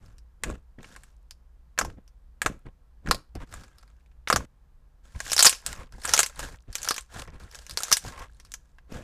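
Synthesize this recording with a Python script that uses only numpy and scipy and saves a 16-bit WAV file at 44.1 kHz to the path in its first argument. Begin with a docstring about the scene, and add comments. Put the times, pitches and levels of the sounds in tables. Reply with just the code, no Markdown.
"""Slime kneaded on a table

Thick slime is poked, folded and squeezed on a table close to the microphone, in a small quiet room.
Air pockets burst: a decaying sine with a hollow gurgle, and a bright noise snap with a click.
Hand strokes swell grainy noise into squelch and peeling crackle, and low noise into table shake.
Feedback delays echo the bursts; steady air noise and an unsteady low hum lie behind.
"""
import sys
import numpy as np
from scipy import signal
from scipy.io import wavfile

SR = 44100
rng = np.random.default_rng(int(sys.argv[2]) if len(sys.argv) > 2 else 0)


def store_wav(level_fs):
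    """Save 16-bit WAV to argv[1]."""
    pcm = np.round(np.clip(np.atleast_2d(level_fs), -1, 1) * 32767)
    wavfile.write(sys.argv[1], SR, pcm.T.astype(np.int16))


N = 398223


def from_db(db):
    """Amplitude gain of a level in dB."""
    return 10 ** (np.asarray(db) / 20)


def rms_one(x):
    """Scale to rms 1."""
    return x / np.sqrt(np.mean(x ** 2) + 1e-20)


def band(x, low_hz, high_hz):
    """Butterworth band-pass."""
    edges_hz = [low_hz, min(high_hz, .45 * SR)]
    return signal.sosfilt(signal.butter(2, edges_hz, "band", fs=SR, output="sos"), x)


def coloured(sources, spectrum):
    """Third-octave bands dealt from the sources in turn, weighted by the spectrum; rms 1."""
    hz, level_db = np.transpose(spectrum)
    edges = np.geomspace(hz[0], hz[-1], int(3 * np.log2(hz[-1] / hz[0])) + 1)
    log_centres = np.log(edges[1:] * edges[:-1]) / 2
    gains = from_db(np.interp(log_centres, np.log(hz), level_db))
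    total = 0
    for k, gain in enumerate(gains):
        total = total + gain * band(sources[k % len(sources)], edges[k], edges[k + 1])
    return rms_one(total)


def room_tone():
    """Steady air noise and an unsteady low hum, the hum being narrow-band noise."""
    # air noise: f/Hz, relative density/dB per Hz
    air_spectrum = [(18, 2), (62, -1), (75, -24.5), (130, -17), (220, -29.5), (500, -38.5), (900, -35.5),
                    (2500, -48), (16500, -58)]
    air = from_db(-54) * coloured(rng.standard_normal((2, N)), air_spectrum)
    hum = from_db(-60) * rms_one(band(rng.standard_normal(N), 56.5, 61.1))
    return air + hum


def strokes():
    """Hand movements: peak s, rise ms, fall ms, hollow Hz, then squelch, crackle, thump, shake in dB."""
    # fingers poke down through the slime: peak/s, squelch/dB, table shake/dB
    poke_table = [(0.481, -50, -33.5), (1.838, -53, -36), (2.478, -52.5, -38), (3.099, -52, -31),
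                  (4.365, -48.5, -31.5), (8.949, -43.5, -38)]
    # the hand or the lump bumps the table: peak/s, thump/dB, table shake/dB
    bump_table = [(0.791, -45.5, -40), (1.978, -50.5, -44), (2.662, -45.5, -34), (3.36, -42, -29.5),
                  (5.157, -62, -34), (6.688, -55, -37.5), (7.28, -63, -34.5)]
    # squeezes, folds, peels: peak/s, rise/ms and fall/ms over 20 dB, squelch/dB, crackle/dB, table shake/dB
    squeeze_table = [(0.03, 32.5, 171, -66, -70, -49), (0.862, 51.6, 260, -60.5, -58.5, -53),
                     (3.429, 41.7, 22, -48, -58, -38.5), (3.552, 89, 171, -55, -56.5, -44.5),
                     (3.787, 89, 268, -71.5, -74.5, -64.5), (5.05, 22.3, 160, -68, -65.5, -56),
                     (5.302, 148, 123, -49.5, -40, -48.5), (5.456, 29, 126, -41, -33, -52),
                     (5.699, 61.5, 84, -43.5, -42, -42), (5.798, 40, 75, -49, -57, -41),
                     (5.951, 44, 73.5, -64.5, -63, -45), (6.122, 111.5, 171, -39.5, -36, -45.5),
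                     (6.43, 80, 93, -42.5, -42, -40), (6.528, 26.4, 42.5, -57, -54.5, -41.5),
                     (6.862, 136, 160, -48.5, -45, -51.5), (7.181, 78, 78, -46, -47, -40.5),
                     (7.35, 41.4, 43.6, -54.5, -65, -42.5), (7.426, 35.7, 72, -54.5, -57.5, -43),
                     (7.569, 97, 130, -57.5, -53, -60.5), (7.729, 56, 44.5, -57.5, -50, -44.5),
                     (7.88, 131, 144, -50, -44, -63), (8.072, 51.3, 69, -47.5, -43.5, -35.5),
                     (8.22, 134, 54.5, -45, -54, -46.5), (8.4, 282, 453, -75, -71.5, -61)]
    base_hollow_hz, db_per_octave = 1590, 14
    moves = []
    for s, wet_db, shake_db in poke_table:
        moves.append((s, 55, 99, 600, wet_db, wet_db - 7, shake_db - 3.5, shake_db))
    for s, thump_db, shake_db in bump_table:
        moves.append((s, 12.3, 37.4, 660, shake_db - 22, shake_db - 41.5, thump_db, shake_db))
    for s, rise_ms, fall_ms, wet_db, dry_db, shake_db in squeeze_table:
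        # the wetter a squeeze (squelch above crackle), the deeper its hollow
        hollow_hz = base_hollow_hz * 2 ** (min(dry_db - wet_db, 0) / db_per_octave)
        moves.append((s, rise_ms, fall_ms, hollow_hz, wet_db, dry_db, shake_db - 12, shake_db))
    return moves


def grains(per_s, spread_db, smooth):
    """Envelope of films tearing at random in uneven short puffs, over a steady part."""
    puff_t60_s = 0.015
    sizes = from_db(spread_db * np.minimum(rng.exponential(1, N), 5))
    tears = sizes * (rng.random(N) < per_s / SR)
    return rms_one(signal.lfilter([1], [1, -from_db(-60 / (puff_t60_s * SR))], tears)) + smooth


def ticks(per_s, level):
    """Stray threads snapping: clicks of very uneven size, each dealt to one broad band."""
    sizes = from_db(5 * np.minimum(rng.exponential(1, N), 3)) * rng.choice([-1, 1], N)
    born = rng.random(N) < per_s / SR
    dealt = rng.integers(0, 8, N)
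    snaps = np.zeros(N)
    for k, hz in enumerate(np.geomspace(1200, 9500, 8)):
        clicks = sizes * born * (dealt == k) + 1e-18
        snaps += band(clicks, hz / 1.3, hz * 1.3) / np.sqrt(hz)
    return level * rms_one(snaps)


def kneading():
    """Wet squelch, peeling crackle and the low shaking that the hands send through the table."""
    # squelch: f/Hz, relative density/dB per Hz
    squelch_spectrum = [(330, -10), (700, 0), (1700, -2), (3600, -11.5)]
    # crackle: f/Hz, relative density/dB per Hz
    crackle_spectrum = [(1470, -29), (2500, -6), (7260, -4.5), (15100, -22.5), (16500, -32)]
    t, power, wet = np.arange(N) / SR, np.zeros((3, N)), np.zeros(N)

    # some films tear across the whole range, others only in a few bands, so the colour keeps shifting
    broad = grains(90, spread_db=5.0, smooth=0.93)
    torn = []
    for _ in range(5):
        envelope = broad + grains(110, spread_db=6.5, smooth=.25)
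        torn.append(envelope * rng.standard_normal(N))
    slush = coloured(torn[:3], squelch_spectrum)

    for peak_s, rise_ms, fall_ms, hollow_hz, squelch_db, *levels_db in strokes():
        # four rise times before the peak to four fall times after
        start = max(round((peak_s - rise_ms / 250) * SR), 0)
        span = slice(start, round((peak_s + fall_ms / 250) * SR))
        away = 1000 * np.abs(t[span] - peak_s) / np.where(t[span] < peak_s, rise_ms, fall_ms)
        swell = from_db(-20 * away ** 1.8)
        power[:, span] += (from_db(levels_db)[:, None] * swell) ** 2
        # the hollow between hand and slime resonates
        hollow = rms_one(band(slush[span], hollow_hz / 1.22, hollow_hz * 1.22))
        wet[span] += from_db(squelch_db) * swell * (1.023 * slush[span] + 0.32 * hollow)

    crackle, thump, shake = np.sqrt(power)
    peeling = crackle * coloured(torn[2:], crackle_spectrum)

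    # threads go on snapping for a while after the hand has let go
    settle = np.exp(-1 / (.12 * SR))
    capped = np.minimum(crackle, from_db(-52.5))
    stray = ticks(48, from_db(-16) * signal.lfilter([1 - settle], [1, -settle], capped))

    gooey = grains(85, spread_db=2.5, smooth=0.8) * rng.standard_normal(N)
    thumping = thump * rms_one(band(gooey, 99, 300))
    shaking = shake * rms_one(band(rng.standard_normal(N), 9.2, 78))
    return wet + peeling + stray + thumping + shaking


def pops():
    """Each pocket rings a few cycles, sinking in pitch as it opens; the torn skin snaps and sprays noise."""
    # bursting air pockets: t/s, pocket f/Hz, pocket level/dB, snap level/dB
    pop_table = [(0.06, 1660, -67, -55), (0.183, 1690, -56, -49), (0.436, 1780, -13, -24),
                 (0.5008, 1120, -31.5, -41), (0.787, 1680, -42, -65), (0.807, 2500, -47, -72),
                 (0.844, 2090, -34, -53), (0.9626, 1460, -31.5, -43.5), (1.035, 1610, -41, -45),
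                 (1.3095, 1750, -41.5, -37), (1.778, 1640, -21, -39), (1.7887, 1460, -8.5, -13),
                 (1.8127, 1155, -11, -25.5), (1.8487, 850, -25.5, -32), (2.078, 1500, -59, -51.5),
                 (2.4178, 1600, -12.5, -20), (2.4611, 1200, -3.5, -18.5), (3.062, 1690, -30.5, -51),
                 (3.0733, 1410, -24, -46), (3.088, 1410, -28, -38), (3.1114, 1176, -5.5, -10.5),
                 (3.1465, 600, -30, -26), (3.3531, 685, -33, -40.5), (3.5396, 1170, -29.5, -35),
                 (3.636, 1240, -44, -47), (3.784, 1330, -51, -46), (3.828, 1260, -52, -54.5),
                 (3.878, 1900, -55, -60.5), (4.007, 2170, -58, -73), (4.061, 2250, -55.5, -71),
                 (4.115, 2300, -55.5, -75), (4.2742, 2060, -14.5, -45.5), (4.2848, 1940, -28, -28),
                 (4.3011, 1220, -3.5, -16.5), (4.327, 1160, -7.5, -13), (4.3608, 1170, -9, -14),
                 (4.406, 990, -30.5, -58), (5.2032, 1610, -21.5, -27.5), (5.2642, 1710, -27, -52),
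                 (5.3185, 660, -26.5, -15), (5.332, 1330, -22.5, -11.5), (5.3649, 780, -25, -14.5),
                 (5.3797, 1340, -19, -10), (5.392, 1400, -9, -1), (5.4058, 1390, -13, -7.5),
                 (5.4255, 1240, -11, 3.5), (5.4471, 1210, -10, -4), (5.453, 1310, -0.5, 5.5),
                 (5.4646, 1790, 2, 6), (5.4951, 1220, -38, -10.5), (5.527, 2620, -19, -25),
                 (5.6638, 2100, -32.5, -18), (5.9235, 1270, -40, -46), (5.9827, 780, -41, -55),
                 (6.036, 2500, -43, -33), (6.049, 1300, -21.5, -33), (6.0532, 1310, -16.5, -21),
                 (6.0831, 710, -28.5, -31.5), (6.0927, 1800, -17, -20), (6.1366, 1295, -5.5, -2),
                 (6.1652, 1300, -24.5, -19), (6.1775, 2500, -9, -13.5), (6.1913, 1340, -5.5, -2.5),
                 (6.2041, 1270, -15.5, -10.5), (6.2314, 2100, -13, -12.5), (6.2626, 2130, -29.5, -21.5),
                 (6.3932, 1200, -23.5, -27.5), (6.7282, 1670, -42, -35), (6.754, 2390, -20.5, -18.5),
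                 (6.783, 2400, -45, -31), (6.818, 2400, -48, -33), (6.831, 2410, -35, -24),
                 (6.8466, 1090, -39.5, -26.5), (6.8761, 1320, -21, -33), (6.8875, 1270, -24, -12.5),
                 (6.9083, 1185, -9.5, -13.5), (6.943, 2420, -35.5, -26.5), (6.9636, 1660, -29.5, -27),
                 (6.9807, 2290, -20.5, -26), (7.009, 2400, -48, -38), (7.276, 1215, -42, -51),
                 (7.398, 2400, -50, -52.5), (7.5543, 1310, -41.5, -36.5), (7.6658, 2500, -38, -38),
                 (7.696, 1290, -34, -31.5), (7.71, 1270, -42.5, -30), (7.7734, 1120, -19.5, -15.5),
                 (7.7886, 1360, -32, -27.5), (7.8047, 1240, -24.5, -27), (7.823, 1600, -32.5, -31.5),
                 (7.8339, 756, -28.5, -16.5), (7.851, 1600, -31.5, -34), (7.8824, 1230, -30, -36),
                 (7.9115, 1240, -25, -29.5), (7.9163, 1215, -13, -13.5), (7.926, 1680, -13.5, 1),
                 (7.9691, 2040, -22, -14.5), (8.0499, 710, -30, -41.5), (8.3993, 1890, -39.5, -42),
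                 (8.4494, 1120, -49, -43.5), (8.519, 1800, -49, -35), (8.5394, 1695, -31, -26.5),
                 (8.7846, 1560, -41.5, -61)]
    ring_cycles, sink, sink_s = 14, .15, 0.0012  # ring to -60 dB; pitch starts higher by the fraction sink
    gurgle_db, gurgle_t60_s = -12, 0.046  # against the pocket
    push_db, push_hz, push_cycles = -15, 500, 4.4  # low push of air, against the pocket; cycles to -60 dB
    snap_hz, snap_spread_octaves, snap_t60_s = 5970, .4, 0.057  # crest at random around snap_hz
    click_db = 13  # bare click as the skin tears, against the snap

    out, t = np.zeros(N + 8192), np.arange(8192) / SR
    noise = rng.standard_normal((len(pop_table), 2, len(t)))
    crests_hz = snap_hz * 2 ** (snap_spread_octaves * rng.uniform(-1, 1, len(pop_table)))
    push = np.sin(2 * np.pi * push_hz * t) * from_db(push_db - 60 * t * push_hz / push_cycles)
    click = from_db(click_db) * band(1. 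* (t == 0), 1500, 11000)
    snap_decay = from_db(-7.5 - 60 * t / snap_t60_s) + from_db(-1.0 - 60 * t / 0.0029)
    gurgle_decay = from_db(gurgle_db - 60 * t / gurgle_t60_s)

    for (s, pocket_hz, pocket_db, snap_db), crest_hz, (air, spray) in zip(pop_table, crests_hz, noise):
        phase = 2 * np.pi * pocket_hz * (t + sink * sink_s * (1 - np.exp(-t / sink_s)))
        ring_decay = from_db(-60 * t * pocket_hz / ring_cycles)
        ring = np.sin(phase) * ring_decay * (1 - np.exp(-t / 0.00021))
        gurgle = rms_one(band(air, .45 * pocket_hz, 1.53 * pocket_hz)) * gurgle_decay
        # the snap is broad, with a narrower crest at a random frequency
        crest = rms_one(band(spray, crest_hz / 1.15, crest_hz * 1.15))
        colour = rms_one(band(spray, 2600, 9800)) + 1.2 * crest
        snap = rms_one(colour) * snap_decay + click
        at = round(s * SR)
        out[at:at + len(t)] += from_db(pocket_db) * (ring + gurgle + push) + from_db(snap_db) * snap
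    return out[:N]


def room(x):
    """Echo of eight feedback delays, duller on every round, stepped block by block."""
    t60_s, wall_cut_hz = 0.24, 26000  # wall_cut_hz sets the one-pole coefficient
    out, dull = np.zeros(N), np.exp(-2 * np.pi * wall_cut_hz / SR)
    for k, lag in enumerate((np.geomspace(.007, .023, 8) * SR).astype(int)):
        loop, gain, state = x + 1e-18, from_db(-60 * lag / SR / t60_s), [0.]
        for i in range(lag, N, lag):
            back, state = signal.lfilter([gain * (1 - dull)], [1, -dull], loop[i - lag:i], zi=state)
            loop[i:i + lag] += back[:N - i]
        out += (loop - x) * (-1) ** k  # echoes only, alternate signs
    return out


def crested(x):
    """The sound plus narrow two-pole resonances that colour the whole sound, room tone included."""
    # resonances: f/Hz, width/Hz, level/dB
    crest_table = [(500, 86, -1.5), (1068, 18, 0), (1340, 34, -6), (1640, 68, -2)]
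    out = x
    for hz, width_hz, level_db in crest_table:
        r = np.exp(-np.pi * width_hz / SR)
        poles = [1, -2 * r * np.cos(2 * np.pi * hz / SR), r * r]
        out = out + from_db(level_db) * signal.lfilter([(1 - r * r) / 2, 0, (r * r - 1) / 2], poles, x)
    return out


def scene():
    """Slime, the echo of its bursts and the room tone."""
    hush_start_s, hush_end_s, echo_db = 4.4555, 5.03, -31
    bursts, t = pops(), np.arange(N) / SR
    slime = bursts + from_db(echo_db) * room(bursts) + kneading()
    # slime and echo break off abruptly; the room tone goes on
    sounding = (t < hush_start_s) | (t > hush_end_s)
    return crested(slime * sounding + room_tone())[None]


def record(dry):
    """Flatten loud peaks smoothly towards a ceiling, then cut the top."""
    ceiling, stop_hz = .5, 16400  # 70 dB down from stop_hz
    flat = dry / (1 + np.abs(dry / ceiling) ** 4) ** .25
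    return signal.sosfilt(signal.cheby2(12, 70, stop_hz, fs=SR, output="sos"), flat)


dry = scene()
out = record(dry)
store_wav(out)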